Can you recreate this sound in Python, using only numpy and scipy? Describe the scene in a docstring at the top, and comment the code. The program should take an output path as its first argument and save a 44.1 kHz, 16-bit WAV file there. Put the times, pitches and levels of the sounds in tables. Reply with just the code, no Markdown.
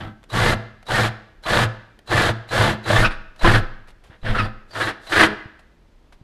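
"""First comes the dying grind and drumming of a cordless drill in a hollow sheet-metal door, close to
one microphone in a small, bare room. Ten more pulls of the trigger follow: the controller whistles,
the gears spin up and rattle, the bit grinds off chips and drums the panel. In the later pulls
the bit snags, squeals, jolts the door and finally tears through the sheet."""
import sys
import numpy as np
from scipy import signal
from scipy.fft import rfft, irfft
from scipy.io import wavfile
from scipy.ndimage import uniform_filter1d

SR = 44100
rng = np.random.default_rng(int(sys.argv[2]) if len(sys.argv) > 2 else 0)


def inscribe(sig):
    """Save sig as 16-bit PCM at rate SR to the path in sys.argv[1].

    A 1-D sig is mono; a 2-D sig holds one channel per row.
    Samples are clipped to [-1, 1] before scaling.
    """
    pcm = np.round(np.clip(np.atleast_2d(sig).T, -1, 1) * 32767)
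    wavfile.write(sys.argv[1], SR, pcm.astype(np.int16))


N = 274829
TIME = np.arange(N) / SR

# trigger pulls: start_s, length_s, run_up_s, run_down_s, creep_before_start_s,
# motor_db, grind_db, drum_db, whistle_hz
PULLS = [(-.2, 0.35, 0.023, .11, .01, -56.5, -29, -20, 3850),
         (0.299, 0.26, .03, .015, .012, -37, -21.5, -16, 3900),
         (0.865, 0.24, .025, .021, 0.01355, -38, -22, -22, 3910),
         (1.435, 0.24, .03, .018, 0.0125, -36.5, -20, -20, 4000),
         (2.073, .26, .028, .023, .016, -37, -20, -19, 3974),
         (2.487, .285, .028, .046, .014, -36, -19, -18.5, 4038),
         (2.839, .265, 0.029, .036, .016, -36.5, -20.5, -19, 3960),
         (3.392, .228, .028, 0.028, .02, -39, -22, -16, 3960),
         (4.214, 0.29, .022, 0.028, 0.099, -57, -32.5, -26, 3950),
         (4.707, .225, .035, .022, 0.036, -43.5, -30.5, -34.5, 4604),
         (5.067, 0.22, .042, .018, 0.074, -34, -25.5, -26, 3980)]
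# tones of the gear train: multiple_of_motor_rate, level_db
GEAR_ORDERS = [(2, -5), (3, -6.5), (4, -3), (5, -2.5), (6, -1), (7, -5.5), (8, -8.5), (13, -15)]
# the cutting edge catches: start_s, length_s, level_db, cut_depth (0-1)
SNAGS = [(2.116, 0.0092, -38, .8), (2.514, .016, -29, 0.74), (2.852, 0.0082, -29.5, 1),
         (3.101, 0.024, -31.5, 0), (3.441, 0.024, -13.5, 0.63), (3.469, 0.031, -17, 0.1),
         (3.533, 0.028, -16.5, .05), (4.098, 0.057, -50, 0.83), (4.251, 0.061, -27, 0.35),
         (4.347, 0.027, -27, 0), (4.382, 0.018, -21.5, 0.03), (4.748, 0.034, -30, 0),
         (4.801, 0.027, -20, 0.09), (4.867, 0.026, -21, 0.12), (5.119, 0.016, -17, 0.27),
         (5.157, .027, -13.5, 0.33), (5.192, 0.026, -9, 0.06), (5.223, 0.02, -8.5, 0.3)]
# the bit binds: start_s, length_s, level_db, from_hz, to_hz, overtones_db, roughness (0-1)
SQUEALS = [(2.959, 0.0063, -12, 1820, 1730, -11, 0.18), (2.995, 0.048, -44.5, 11000, 10800, -53, .02),
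           (3.025, 0.026, -16.5, 1439, 1480, -29, 0.34), (3.042, 0.02, -15, 1306, 1256, 1, .32),
           (3.442, 0.011, -13, 1034, 1018, -19, 0.27), (3.445, 0.035, -16, 341, 340.5, -31, 0),
           (4.341, 0.02, -21, 1280, 1332, -23, 0.28), (4.379, 0.03, -20.5, 1426, 1224, -6, 0.23),
           (4.408, 0.047, -45.5, 5005, 4660, -16, 0.2), (4.823, 0.02, -32.5, 3790, 4050, -32, 0.2),
           (5.165, 0.17, -31.5, 204.6, 214, -3.5, 0.31), (5.201, 0.053, -20, 318, 322, -20, 0)]
# the whole door is jolted: start_s, level_db
JOLTS = [(2.983, -11.5), (3.43, -7), (3.542, -21), (4.225, -26), (4.29, -13), (4.38, -19), (6.13, -46.5)]
# the drill bumps the door: start_s, level_db, pitch_hz
BUMPS = [(3.444, -8, 190), (3.475, -6, 170.5), (3.487, -11, 180), (4.099, -30, 112), (5.458, -24, 109),
         (6.213, -31.5, 126)]
# trigger and chuck click between pulls: start_s, level_db, decay_s
CLICKS = [(0.231, -39, 0.0011), (0.239, -36, .004), (0.828, -37, .0043), (1.99, -36, 0.0038),
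          (3.361, -40.5, 0.0074), (3.874, -46, .009), (3.882, -40, 0.016), (3.905, -41.5, .006),
          (4.038, -46, 0.052), (5.592, -43.5, 0.012), (6.124, -41, 0.013)]
# modes of the door: pitch_hz, level_db, t60_s
PANEL_MODES = [(112.4, -1.5, 0.36), (143, -16, 0.12), (213.5, -6.5, 0.36), (317.1, -12.5, 0.26),
               (519.6, -17, 0.32), (627, -31.5, 0.6), (782, -16, 0.29), (1003, -18, 0.22),
               (1256, -28, 0.59), (1320, -13, 0.3), (1546, -18.5, 0.4), (1660, -23, 0.38),
               (2044, -15, 0.076)]
HINGE_MODES = [(18.44, -0.5, 0.66), (28.2, -2.5, 0.45), (54, -12, 0.49)]
# spectral outlines: frequency_hz, level_db
GEARBOX_SPECTRUM = [(200, -6.5), (700, -3), (1700, 14), (2400, -2), (4000, 9), (5500, -1.5), (8000, -3),
                    (11000, -7), (13500, -16.5), (15000, -51)]  # rattling housing
CHIP_SPECTRUM = [(150, -10), (260, -17.5), (330, -0.5), (410, -6), (510, 0.5), (560, -7.5), (635, 0),
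                 (930, -5), (1500, -6), (1680, -2.5), (2300, -13), (3400, -12), (6000, -36), (9000, -61)]  # breaking chips
SHEET_SPECTRUM = [(120, -26.5), (220, -4), (318, 5), (430, -10.5), (750, -8), (1250, 2.5), (1720, 8.5),
                  (2000, 0), (2450, -6.5), (3300, -7), (5000, -15.5), (6700, -30.5), (9500, -24.5),
                  (14000, -53)]  # sheet under a shallow cut
DRUM_SPECTRUM = [(12, -29.5), (26, 0.5), (40, -7), (52, -13.5), (72, -17), (105, 8.5), (150, -6.5),
                 (200, -7.5), (280, -15.5), (500, -60)]  # hollow body of the door
CLICK_SPECTRUM = [(100, -12.5), (700, 7), (1600, 2), (3500, -2.5), (6000, -12.5), (11000, -16),
                  (15000, -31)]  # plastic ticks
ROOM_TONE_SPECTRUM = [(15, -12), (25, 12.5), (80, -4), (115, -10), (178, -8), (300, -11), (1800, -26),
                      (4000, -31), (8000, -42), (12000, -46.5), (15000, -52.5)]  # background rumble
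# reverberation off the walls: band_hz, t60_s, level_db
ROOM_BANDS = [(99.2, 0.77, -21), (398, 0.49, -10.5), (900, 0.63, -14), (1580, 0.7, -13.5),
              (3070, 0.64, -17), (4800, 0.59, -15.5), (7650, 0.45, -21.5), (14000, .3, -24)]

MOTOR_HZ, FULL_SPEED_DB = 293.4, -39  # top turning rate, and the motor_db that reaches it
GEAR_POWER, CUT_POWER, PUSH_POWER = 2.8, 2.57, 2.36  # each gain grows as this power of the spin
CREEP_DB = -24  # brush hiss while the motor barely turns, relative to the running motor
WHINE_DB, GRIND_DB, RING_DB, DRUM_DB, ROOM_TONE_DB = -27, -2, -6, -1.5, -52.5
CHATTER_HZ = 516.5  # mean pace of a snagged edge, before jitter adds more slips


def trigger_pulls():
    """Each pull spins up and brakes the motor, giving gains for rattle (drive), chips (cut), door (push)."""
    drive, cut, push = np.zeros((3, N))
    for start, length, run_up, run_down, creep, motor_db, grind_db, drum_db, _ in PULLS:
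        t = np.clip(TIME - start, 0, length)
        spin = (1 - np.exp(-t / run_up)) * (1 - np.exp((t - length) / run_down))
        creeping = np.interp(TIME - start, [-creep, 0, length / 2], [0, 1, 0])
        drive += undb(motor_db) * np.maximum(spin ** GEAR_POWER, undb(CREEP_DB) * creeping)
        cut += undb(grind_db) * spin ** CUT_POWER
        push += undb(drum_db) * spin ** PUSH_POWER
    for start, db in JOLTS:  # a jolt also sets the panel drumming
        add(push, start, undb(db - 6.5) * np.exp(-TIME[:SR] / 0.018))
    return drive, lag(cut, seconds=0.0046), lag(push, seconds=0.017)


def motor(drive, speed, angle):
    """Brushes and gear teeth rattle the housing; the gears whine up and down with the speed."""
    teeth = impacts(per_s=9000, scatter_db=4.1) * (1 + 0.1 * np.cos(angle))
    rattle = colour(teeth, GEARBOX_SPECTRUM)
    rattle /= band_rms(rattle, 6000, 12000)
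    whine = unit(sum(undb(db + 6 * wander(rate_hz=60)) * np.sin(k * angle) for k, db in GEAR_ORDERS))
    return drive * rattle + undb(WHINE_DB) * speed ** 3.4 * whine


def grinding(angle):
    """Chips break off the sheet in a dense crackle that surges as the two flutes come round."""
    surge = undb(1.2 * np.cos(angle / 9) + 2.03 * wander(rate_hz=260))
    chips = colour(impacts(per_s=4500, scatter_db=2.5) * surge, CHIP_SPECTRUM)
    return undb(GRIND_DB) * chips / band_rms(chips, 400, 1100)


def door_drumming(push):
    """The shaking bit drums the hollow door, and its panel modes ring on."""
    modes = ringing(PANEL_MODES)
    blows = unit(impacts(per_s=900, scatter_db=2.8)) * push
    ring = signal.fftconvolve(blows, modes / np.linalg.norm(modes))[:N]
    drum = colour(impacts(per_s=700, scatter_db=2.5), DRUM_SPECTRUM)
    drum /= band_rms(drum, 80, 250)
    return undb(RING_DB) * ring + undb(DRUM_DB) * drum * push


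def snags():
    """The edge slips over the burr in uneven jerks; a shallow cut rings the sheet, a deep one crunches."""
    out = np.zeros(N)
    for start, length, db, depth in SNAGS:
        t, envelope = stroke(length, rise_s=0.0035, fall_s=0.016)
        jitter, tear = rng.standard_normal((2, len(t)))
        cycles = np.cumsum(CHATTER_HZ * (1 + 2.5 * jitter)) / SR
        slips = np.diff(np.floor(cycles), prepend=0) > 0
        force = unit(slips * rng.uniform(0.37, 1, len(t))) + tear
        ring = np.sqrt(1 - depth) * unit(colour(force, SHEET_SPECTRUM))
        crunch = np.sqrt(depth) * unit(colour(force, CHIP_SPECTRUM))
        add(out, start, undb(db) * envelope * unit(ring + crunch))
    return out


def squeals():
    """Stick and slip lock into a rough, gliding tone as the bit binds."""
    out = np.zeros(N)
    for start, length, db, from_hz, to_hz, overtones_db, roughness in SQUEALS:
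        t, envelope = stroke(length, rise_s=0.006, fall_s=0.009)
        hz = np.interp(t, [0, length], [from_hz, to_hz])
        add(out, start, undb(db) * envelope * rough_tone(hz, roughness, overtones_db))
    return out


def door_thuds():
    """The door sways on its hinges after a jolt; a bump from the drill gives a dull knock."""
    out, t = np.zeros(N), TIME[:SR]
    for start, db in JOLTS:
        add(out, start, undb(db) * ringing(HINGE_MODES) * (1 - np.exp(-t / 0.0091)))
    for start, db, hz in BUMPS:
        add(out, start, undb(db) * np.sin(2 * np.pi * hz * t) * np.exp(-t / 0.0041))
    return out


def controller_whistles():
    """Chopped current makes the windings sing briefly as the trigger goes in."""
    out = np.zeros(N)
    t, envelope = stroke(length_s=0.032, rise_s=0.0017, fall_s=0.006)
    for start, *_, motor_db, _, _, hz in PULLS:
        if start > 0:
            tone = rough_tone(np.full(len(t), hz), roughness=0.14, overtones_db=-39)
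            add(out, start, undb(min(motor_db, FULL_SPEED_DB) - 4) * envelope * tone)
    return out


def clicks():
    """Trigger and chuck give plastic ticks, and the gears tick as they take up slack at each start."""
    out, t = np.zeros(N), TIME[:SR // 5]
    slack_ticks = [(start + 0.002, motor_db + 3, 0.014)
                   for start, *_, motor_db, _, _, _ in PULLS if start > 0]
    for start, db, decay in CLICKS + slack_ticks:
        add(out, start, undb(db) * np.exp(-t / decay) * rng.standard_normal(len(t)))
    return colour(out, CLICK_SPECTRUM)


def wall_reverb(near):
    """Bare walls send a diffuse tail back to the microphone; the treble dies first."""
    t = TIME[:SR]
    spectrum = rfft(rng.standard_normal(SR))
    octaves = np.log2(np.arange(len(spectrum)) + 1)
    centres = np.log2([row[0] for row in ROOM_BANDS])
    tail = 0
    for share, (hz, t60, db) in zip(np.eye(len(ROOM_BANDS)), ROOM_BANDS):
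        band = irfft(spectrum * np.interp(octaves, centres, share), SR)
        decay = undb(-60 * t / t60) * (1 - np.exp(-t / 0.0057))
        tail += undb(db) * band * decay / np.linalg.norm(decay)
    return signal.fftconvolve(near, tail)[:N]


def room_tone():
    """A faint, steady rumble fills the room behind the drill."""
    return undb(ROOM_TONE_DB) * unit(colour(rng.standard_normal(N), ROOM_TONE_SPECTRUM))


def rough_tone(hz, roughness, overtones_db):
    """A tone with overtones, whose cycles vary in length and strength."""
    smooth = lambda x: uniform_filter1d(x, SR // 2000)
    jitter, flutter = (unit(smooth(smooth(row))) for row in rng.standard_normal((2, len(hz))))
    phase = 2 * np.pi * np.cumsum(hz * (1 + 0.25 * roughness * jitter)) / SR
    overtones = np.sin(2 * phase) + 0.27 * np.sin(3 * phase) + 0.17 * np.sin(4 * phase)
    return unit((np.sin(phase) + undb(overtones_db) * overtones) * (1 + roughness * flutter))


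def ringing(modes):
    """One second of decaying modes."""
    t = TIME[:SR]
    return sum(undb(db - 60 * t / t60) * np.sin(2 * np.pi * hz * t) for hz, db, t60 in modes)


def impacts(per_s, scatter_db):
    """Tiny impacts at random moments and of uneven size."""
    hits = rng.random(N) < per_s / SR
    return hits * rng.choice([-1, 1], N) * undb(scatter_db * rng.standard_normal(N))


def stroke(length_s, rise_s, fall_s):
    """Times and envelope of a contact that builds up, holds and lets go."""
    t = TIME[:SR // 5]
    return t, (1 - np.exp(-t / rise_s)) * np.exp(-np.maximum(t - length_s, 0) / fall_s)


def wander(rate_hz):
    """Smooth random drift with rms 1."""
    hold = int(SR / rate_hz)
    steps = np.repeat(rng.standard_normal(N)[:N // hold + 1], hold)
    return unit(uniform_filter1d(steps, hold)[:N])


def lag(x, seconds):
    """Follow a control a little late and let it die away."""
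    keep = np.exp(-1 / (seconds * SR))
    return signal.lfilter([1 - keep], [1, -keep], x)


def colour(x, outline, size=8192):
    """Minimum-phase filter with the given spectral outline."""
    hz, db = np.transpose(outline)
    freqs = np.maximum(np.arange(size // 2 + 1) * SR / size, 1)
    gain = undb(np.interp(np.log(freqs), np.log(hz), db))
    cepstrum = irfft(np.log(gain))
    cepstrum[1:size // 2] *= 2
    cepstrum[size // 2 + 1:] = 0
    return signal.fftconvolve(x, irfft(np.exp(rfft(cepstrum))))[:len(x)]


def band_rms(x, low_hz, high_hz):
    """Rms within a band."""
    return np.std(signal.sosfilt(signal.butter(4, [low_hz, high_hz], "band", fs=SR, output="sos"), x))


def add(track, start_s, sound):
    """Mix a sound into a track from a start time on."""
    i = max(int(start_s * SR), 0)
    track[i:i + len(sound)] += sound[:len(track) - i]


def undb(db):
    """Decibels to gain."""
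    return 10 ** (np.asarray(db) / 20)


def unit(x):
    """Scale to rms 1."""
    return x / np.sqrt(np.mean(x ** 2) + 1e-18)


def scene():
    """Drill and door close to the microphone, the small room behind them, in mono."""
    drive, cut, push = trigger_pulls()
    speed = np.minimum(drive / undb(FULL_SPEED_DB), 1) ** (1 / GEAR_POWER)  # gentle pulls stay below 1
    motor_hz = MOTOR_HZ * speed * (1 + 0.0288 * wander(rate_hz=70))
    angle = 2 * np.pi * np.cumsum(motor_hz) / SR
    near = motor(drive, speed, angle) + cut * grinding(angle) + door_drumming(push)
    near += snags() + squeals() + controller_whistles() + clicks()
    return (near + door_thuds() + room_tone() + wall_reverb(near))[None]


def record(dry):
    """The recorder clips peaks at full scale and cuts the treble above 15 kHz."""
    low_pass = signal.ellip(8, 0.2, 70, 15000, fs=SR, output="sos")
    return signal.sosfilt(low_pass, np.clip(dry, -1, 1))


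dry = scene()
out = record(dry)
inscribe(out)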